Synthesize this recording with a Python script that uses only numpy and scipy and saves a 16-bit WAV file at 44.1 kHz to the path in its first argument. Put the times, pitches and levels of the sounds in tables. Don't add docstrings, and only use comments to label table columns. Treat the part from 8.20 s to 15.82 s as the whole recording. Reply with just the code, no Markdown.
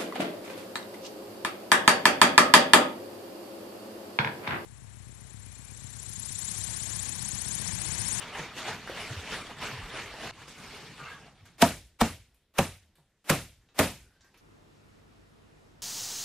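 import sys
import numpy as np
from scipy import signal
from scipy.io import wavfile
from scipy.ndimage import uniform_filter1d

SR = 44100
rng = np.random.default_rng(int(sys.argv[2]) if len(sys.argv) > 2 else 0)


def dump_mix(stems):
    frames = np.atleast_2d(stems).T
    limited = np.clip(frames, -1, 1)
    pcm = np.round(limited * 32767).astype(np.int16)
    wavfile.write(sys.argv[1], SR, pcm)


def elevation(decibels):
    levels = np.asarray(decibels, float)
    return 10 ** (levels / 20)


N = 336042
MOVE_S = 6.207
CUTOFF_HZ = 15900

# t/s, peak level/dB, crack level/dB re peak, brush before the blow/s, echo level/dB re peak
STAPLER_BLOWS = [
    (3.419, 0, -15, 0.038, -20),
    (3.809, -8.5, -18, 0.02, -15.5),
    (4.384, -9.5, -18, 0.046, -14),
    (5.095, -7, -15.5, 0.053, -14),
    (5.589, -8, -15.5, 0.045, -12),
]
# f/Hz, t60/s
REVERBERATION = [(60, 0.7), (160, 0.22), (420, 0.27), (1100, 0.22), (2910, 0.39), (7680, 0.39)]
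# f/Hz, correlation
ROOM_CORRELATION = [(60, .999), (200, 1), (700, .98), (2400, .85), (4400, 0.4), (7000, 0.25), (15000, 0.32)]


def rms_one(x):
    return x / np.sqrt(np.mean(x ** 2) + 1e-20)


def at_hz(points, hz):
    points = np.array(points)
    return np.interp(np.log(hz), np.log(points[:, 0]), points[:, 1])


def drift(rate, size):
    r = np.exp(-80 * np.pi * rate / SR)
    noise = rng.standard_normal(size // 40 + 2002)
    slow = signal.lfilter([1], [1, -2 * r, r * r], noise)[2000:]
    return np.interp(np.arange(size) / 40, np.arange(len(slow)), rms_one(slow))


def ring(clicks, hz, t60):
    r, w = elevation(-60 / (t60 * SR)), 2 * np.pi * hz / SR
    return signal.lfilter([0, np.sin(w)], [1, -2 * r * np.cos(w), r * r], clicks + 1e-18)


def add(out, s, sound):
    i = round(s * SR)
    out[..., i:i + sound.shape[-1]] += sound[..., :N - i]


def hiss(size):
    return rng.standard_normal((2, 2, size))


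def bank(source, spectrum, alike, shape, count=19):
    out, edges = 0, np.geomspace(22, 15930, count + 1)
    for k, (low, high) in enumerate(zip(edges, edges[1:])):
        hz = np.sqrt(low * high)
        if spectrum[0][0] < high and low < spectrum[-1][0]:
            band_filter = signal.butter(2, [low, high], "band", fs=SR, output="sos")
            mid, side = signal.sosfilt(band_filter, source[k % 2])
            c = np.clip(at_hz(alike, hz), -1, 1)
            stereo = np.sqrt(1 + c) * mid + np.sqrt(1 - c) * side * [[1], [-1]]
            out = out + elevation(at_hz(spectrum, hz)) * shape(hz) * stereo
    return rms_one(out)


def tugs(rows, t):
    s, db, rise, fall, bright_db = np.transpose(rows)[:, :, None]
    power = elevation(2 * db - 20 * np.maximum((s - t) / rise, (t - s) / fall))
    return power.sum(axis=0), (power * bright_db).sum(axis=0)


def sheet(per_s=2500, spread_db=3.0, smooth=1.0, patchy_db=2.0, clump_db=0.5):
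    # f/Hz, density/dB per Hz
    crackle_spectrum = [(150, -33.5), (250, -5), (330, -9), (385, -6), (450, 1.5), (525, -5.5), (692, -2),
                        (2600, -3), (9390, -20.5), (12600, -27), (15500, -37.5)]
    # f/Hz, density/dB per Hz
    billow_spectrum = [(13, -36), (22, -8), (123, -1), (189, 0), (247, -11.5), (287, -8), (350, -3.5),
                       (460, -43.5), (770, -120)]
    # f/Hz, left-right correlation
    sheet_correlation = [(60, 1), (200, 0.9), (700, 0.99), (2400, 0.97), (4400, 0.66), (7000, 0.4),
                         (15000, 0.23)]
    # t/s, crackle level/dB, rise/s per 10 dB, fall/s per 10 dB, treble level/dB
    tugs_near = [(0.03, -40, 0.083, .09, -2), (0.195, -35, 0.071, .08, -3), (0.38, -40.5, 0.022, .1, 5),
                 (0.49, -32.5, 0.082, .07, -1), (0.7, -42.5, 0.044, .04, -2.5),
                 (0.8, -37, 0.091, .12, -0.5), (0.93, -43, 0.13, .15, 3.5), (1.14, -34.5, 0.09, .1, 0),
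                 (1.31, -43, .02, .04, -6.5), (1.435, -33, 0.03, .11, 0), (1.57, -46, .1, .2, -4.5),
                 (1.77, -36.5, .07, .13, -1), (2.04, -38, 0.052, .18, 1)]
    tugs_far = [(2.22, -48, 0.093, 0.062, 1.5), (2.285, -49.5, 0.016, 0.094, 7),
                (2.44, -47.5, 0.11, 0.14, 5), (2.53, -46.5, 0.085, 0.35, 2.5), (2.8, -50, 0.022, 0.087, 0),
                (2.91, -51, 0.21, 0.1, 3), (3.07, -56.5, .15, 0.044, 0), (3.2, -65, 0.026, .05, 0),
                (3.258, -61.5, .008, .07, 8)]
    step_up_s = 2.112
    slide_db, slide_bright_db = -50.5, 0.5
    billow_db, billow_follows = -50, 0.55

    size = round(3.42 * SR)
    t, slide = np.arange(size) / SR, elevation(2 * slide_db)
    near, near_bright = tugs(tugs_near, t)
    far, far_bright = tugs(tugs_far, t)
    is_near = t < step_up_s
    power = np.where(is_near, near + slide, far)
    crackle_db = 10 * np.log10(power)
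    tilt_db = np.where(is_near, near_bright + slide * slide_bright_db, far_bright) / power

    born = rng.random(size) < per_s * elevation(4 * drift(25, size)) / SR
    heights = elevation(spread_db * np.minimum(rng.exponential(1, size), 5))
    clicks = rms_one(born * heights * rng.choice([-1, 1], size))
    source = clicks * [[1], [-.3]] + smooth * hiss(size) * [[1], [1.5]]
    clumps = drift(39, size)

    def shape(hz):
        treble = np.clip(np.log2(hz / 2500), 0, 1)
        return elevation(clump_db * clumps + patchy_db * drift(15.0, size) + tilt_db * treble)

    def billow_shape(hz):
        return elevation(3 * drift(15, size))

    crackle = elevation(crackle_db + 1.5) * bank(source, crackle_spectrum, sheet_correlation, shape, count=32)
    billow = bank(hiss(size), billow_spectrum, sheet_correlation, billow_shape)
    out = np.zeros((2, N))
    add(out, 0, crackle + elevation(billow_db + billow_follows * (crackle_db + 43)) * billow)
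    return out


def small_hits(rows, cycles, crack_s, crack_db):
    out, t = np.zeros(N), np.arange(round(.08 * SR)) / SR
    for s, db, hz, *bright_db in rows:
        burst = rng.standard_normal(len(t)) * np.exp(-t / crack_s)
        body = ring(burst, hz, cycles / hz)
        crack = elevation(crack_db + sum(bright_db)) * np.diff(burst, prepend=0)
        add(out, s, elevation(db) * (body / np.abs(body).max() + crack))
    return out


def snaps():
    # t/s, peak level/dB, f/Hz
    fold_pops = [
        (0.153, -28.5, 1730),
        (0.367, -35, 466),
        (0.675, -26.5, 1680),
        (0.697, -25.5, 506),
        (1.299, -33, 950),
        (1.424, -44, 785),
        (1.94, -31, 806),
        (2.28, -37.5, 1310),
    ]
    return small_hits(fold_pops, cycles=5.9, crack_s=0.0015, crack_db=-18.5)


def room(x, first_s=0.0024):
    # f/Hz, level/dB
    echo_colour = [(100, -9), (300, -5.5), (800, 1.5), (3000, -0.5), (8000, 6.5), (15000, -12)]
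    t = np.arange(round(.8 * SR)) / SR

    def shape(hz):
        return elevation(-60 * t / at_hz(REVERBERATION, hz)) * np.clip(t / first_s - 1, 0, 1)

    echoes = bank(hiss(len(t)), echo_colour, ROOM_CORRELATION, shape) / np.sqrt(len(t))
    return signal.fftconvolve(x[None], echoes, axes=1)[:, :N]


def flaps():
    # t/s, peak level/dB, f/Hz, swell/s
    sheet_flaps = [
        (0.185, -36.5, 158, 0.018),
        (0.905, -30.5, 120, 0.012),
        (0.962, -32, 89.5, 0.017),
        (1.522, -37, 123, 0.018),
        (1.576, -36.5, 98, .015),
        (1.615, -38, 41.6, 0.022),
    ]
    foot_nudges = [
        (2.811, -43, 144, 0.018),
        (3.222, -51, 95, 0.011),
        (4.778, -60, 150, .024),
        (5.301, -62, 150, 0.02),
    ]
    out = np.zeros(N)
    for s, db, hz, swell in sheet_flaps + foot_nudges:
        t = np.arange(round(6 * swell * SR)) / SR
        envelope = (t / swell * np.exp(1 - t / swell)) ** 2
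        add(out, s, elevation(db) * envelope * np.sin(2 * np.pi * hz * t * (1.1 - 0.038 * t / swell)))
    return out


def creak(per_s=110):
    # centre t/s, length/s, f/Hz, level/dB, t60/s
    slip_runs = [(2.798, 0.018, 1420, -42, .035), (2.808, 0.028, 1235, -41.5, 0.04),
                 (2.848, 0.019, 2690, -37, 0.023), (2.862, 0.021, 1276, -42, 0.039),
                 (2.866, 0.012, 1490, -39, 0.026), (2.875, 0.035, 2130, -44, 0.034),
                 (2.915, 0.023, 1651, -38, 0.04), (2.92, 0.025, 3350, -47, 0.015),
                 (2.949, 0.015, 1175, -44.5, 0.035), (3.03, 0.043, 1580, -55, 0.013),
                 (3.05, 0.04, 753, -50, 0.018), (5.858, 0.04, 1476, -64, 0.05),
                 (5.96, 0.038, 1550, -72, 0.04), (6.05, 0.03, 1600, -66, 0.04)]
    t = np.arange(N) / SR
    phase = np.cumsum(per_s * elevation(3.4 * drift(30, N))) / SR
    slips = (np.diff(np.floor(phase), prepend=0) > 0) * elevation(2.1 * rng.standard_normal(N))
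    out = np.zeros(N)
    for s, length, hz, db, t60 in slip_runs:
        near = slice(round((s - .2) * SR), round((s + .3) * SR))
        load = np.exp(-((t[near] - s) / length) ** 2)
        out[near] += elevation(db) * ring(slips[near] * load, hz, t60)
    return out


def room_tone():
    # f/Hz, density/dB per Hz
    ladder_spectrum = [(13, -30), (22, -1), (70, -1.5), (239, -9), (1280, -21), (1590, -10), (1820, -32),
                       (2680, -16), (3070, -20.5), (15500, -36)]
    # f/Hz, density/dB per Hz
    last_spectrum = [(13, -42), (22, -17.5), (44, -5), (70, -5), (102, -7.5), (172, -6), (342, -6.5),
                     (560, -13), (1050, -15.5), (6620, -32), (9460, -37), (12800, -41), (15500, -59)]
    # f/Hz, left-right correlation
    last_correlation = [(60, 1), (130, 0.46), (290, -0.17), (640, -0.28), (1410, -0.17), (3100, 0.091),
                        (6820, 0.55), (15000, 0.97)]
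    # f/Hz, rms level/dB
    mains = [(49, -67.5), (100, -64.5), (149, -66.5)]
    # t/s, level/dB
    gain = [(3.1, -86), (3.2, -69), (3.45, -67), (3.77, -75), (4.3, -76), (5.05, -74), (5.55, -71.5),
            (6.0, -69), (6.19, -65)]
    shudder_db, shudder_s = 24.5, 0.18
    last_db = -57.5

    out, start, move = np.zeros((2, N)), round(3.1 * SR), round(MOVE_S * SR)
    t = np.arange(N) / SR
    gain_s, gain_db = np.transpose(gain)
    since = t - np.array(STAPLER_BLOWS)[:, :1]
    shudder = np.where(since > 0, np.exp(-np.abs(since) / shudder_s), 0).max(axis=0)
    ducked_db = np.interp(t, gain_s, gain_db) + shudder_db * shudder

    def near_shape(hz):
        return elevation(1.8 * drift(6.9, move - start))

    def last_shape(hz):
        return elevation(1.0 * drift(5.7, N - move))

    near = bank(hiss(move - start), ladder_spectrum, ROOM_CORRELATION, near_shape)
    out[:, start:move] = elevation(ducked_db[start:move] + 1.0) * near
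    last = bank(hiss(N - move), last_spectrum, last_correlation, last_shape)
    hum = sum(elevation(db + 0.5) * np.sin(2 * np.pi * hz * t[:N - move]) for hz, db in mains)
    out[:, move:] = elevation(last_db) * last + hum
    return out


def ticks():
    # t/s, peak level/dB, f/Hz, treble level/dB re peak
    strain_ticks = [
        (3.254, -49, 1620, -11.5),
        (4.144, -59, 4035, -4.5),
        (4.755, -55.5, 3560, -6),
        (4.783, -57, 832, -16),
        (4.896, -78, 4570, -3),
        (5.488, -53, 3110, -24),
        (6.008, -52, 4900, -22.5),
        (6.045, -52.5, 1594, -17),
        (6.142, -48, 2190, -18.5),
        (6.175, -52, 6440, -4.5),
    ]
    return small_hits(strain_ticks, cycles=3, crack_s=.01, crack_db=-0.5)


def stapler(rattle_per_s=1500, brush_db=-27, build_s=0.0038):
    # f/Hz, density/dB per Hz
    knock_spectrum = [(35, -50.5), (60, -26.5), (215, -8), (359, -11), (657, -9), (953, -13), (1380, -8),
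                      (1590, -15), (1910, -11.5), (4520, -21.5), (9300, -24), (13200, -24.5), (15500, -34)]
    # f/Hz, density/dB per Hz
    echo_spectrum = [(24, -45), (45, -13.5), (170, -2), (294, -10), (359, -16), (637, -10.5), (758, -13.5),
                     (1020, -14), (1820, -18.5), (2390, -18.5), (3930, -24.5), (12700, -27), (15500, -49)]
    # thud level/dB, thud f/Hz, knock f/Hz, knock level/dB re thud, upper knock f/Hz
    stud_answers = [(-13.5, 260, 686, 7, 950), (-11, 227.2, 700, -3.5, 446), (-13.5, 237, 549, 0, 791),
                    (-20, 144.4, 554, -1, 1700), (-16, 290, 640, -2, 500)]
    wall_hz, wall_db, wall_t60_s = 91, -14, 0.33
    contact_s, late_cycles = .011, 1.3

    out, lead = np.zeros((2, N)), round(.06 * SR)
    t = (np.arange(round(.55 * SR)) - lead) / SR
    after, before = np.maximum(t, 0), np.minimum(t, 0)
    for blow, answer in zip(STAPLER_BLOWS, stud_answers):
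        s, db, crack_db, brush_s, echo_db = blow
        thud_db, thud_hz, knock_hz, knock_db, upper_hz = answer
        impacts = 1.0 * (rng.random(len(t)) < rattle_per_s / SR)
        rattle = 1 + 3.3 * uniform_filter1d(impacts, size=30) * 30
        contact = (t >= 0) * rattle * np.exp(-(after / contact_s) ** 3.3) / 9.4
        brush = (t > -brush_s) * elevation(brush_db) * np.exp(before / (0.46 * brush_s))
        approach = (t < 0) * (brush + 0.22 * np.exp(before / 0.0036))
        push = hiss(len(t)) * (contact + approach)

        def bright(hz):
            return elevation((crack_db + 17.5) * np.clip(np.log2(hz / 2500), 0, 1))

        def fading(hz):
            rise = 1 - np.exp(-after / (build_s * (500 / hz) ** 1.2))
            decay_db = -60 * (after - .05) / at_hz(REVERBERATION, hz)
            return bright(hz) ** 0.29 * rise * elevation(decay_db + 1.5 * drift(40, len(t)))

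        knock = bank(push, knock_spectrum, ROOM_CORRELATION, bright)
        strike = push[0, 0] * (t > -0.004)
        modes = [(thud_hz, thud_db, .09), (knock_hz, thud_db + knock_db, .08),
                 (upper_hz, thud_db + knock_db - 2, .06), (wall_hz, thud_db + wall_db, wall_t60_s)]
        stud = 0
        for hz, mode_db, t60 in modes:
            mode = ring(np.roll(strike, round(late_cycles * SR / hz)), hz, t60)
            stud = stud + elevation(mode_db - 1.0) * mode / np.abs(mode).max()
        echoes = bank(hiss(len(t)), echo_spectrum, ROOM_CORRELATION, fading)
        direct = elevation(db + 1.5) * knock / np.abs(knock).max()
        add(out, s - lead / SR, direct + stud + elevation(db + echo_db - 11.5) * echoes)
    return out


def holes(x, share_per_octave=.5, lift_db=1.5, size=1024):
    edge_hz = 8000
    hz, s, cells = signal.stft(x, SR, nperseg=2 * size, noverlap=size)
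    for low in np.arange(edge_hz, CUTOFF_HZ, 500):
        octaves = np.log2(1.1 * low / edge_hz)
        chance = np.repeat(rng.random(len(s)), 2)[:len(s)]
        kept = chance > share_per_octave * octaves ** 2 * (s < MOVE_S)
        cells[:, (hz >= low) & (hz < low + 500)] *= kept * elevation(lift_db * octaves ** 4)
    return signal.istft(cells, SR, nperseg=2 * size, noverlap=size)[1][:, :N]


def starved_side(x, keep_db=-70, chance_db=9.5, size=1024):
    edge_hz = 6900
    mid, side = (x[0] + x[1]) / 2, (x[0] - x[1]) / 2
    hz, _, cells = signal.stft(side, SR, nperseg=2 * size, noverlap=size)
    frames = cells.shape[1]
    for low in np.arange(edge_hz, 20000, 700):
        band = (hz >= low) & (hz < low + 700)
        power = np.mean(np.abs(cells[band]) ** 2, axis=0)
        level_db = 10 * np.log10(power + 1e-20) + 3.0 * np.log2(low / edge_hz)
        chance = np.repeat(rng.standard_normal(frames), 2)[:frames]
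        cells[band] *= level_db + chance_db * chance > keep_db
    side = signal.istft(cells, SR, nperseg=2 * size, noverlap=size)[1][:N]
    return np.array([mid + side, mid - side])


def scene():
    small = snaps() + ticks() + creak()
    before_move = np.arange(N) < MOVE_S * SR
    contacts = before_move * (small + room(elevation(2.0) * small))
    blows = stapler() * elevation([[.08], [-.08]])
    return sheet() + contacts + flaps() + room_tone() + blows


def band_limit(x):
    return signal.sosfilt(signal.butter(12, 15960, fs=SR, output="sos"), x)


def record(dry):
    rounded = 0.6 * np.tanh(dry / 0.69)
    cut = signal.sosfilt(signal.cheby2(14, 70, CUTOFF_HZ, fs=SR, output="sos"), rounded)
    cut = signal.sosfilt(signal.butter(2, 20, "high", fs=SR, output="sos"), cut)
    mix = starved_side(holes(cut))
    return band_limit(mix)


dry = scene()
out = record(dry)
dump_mix(out)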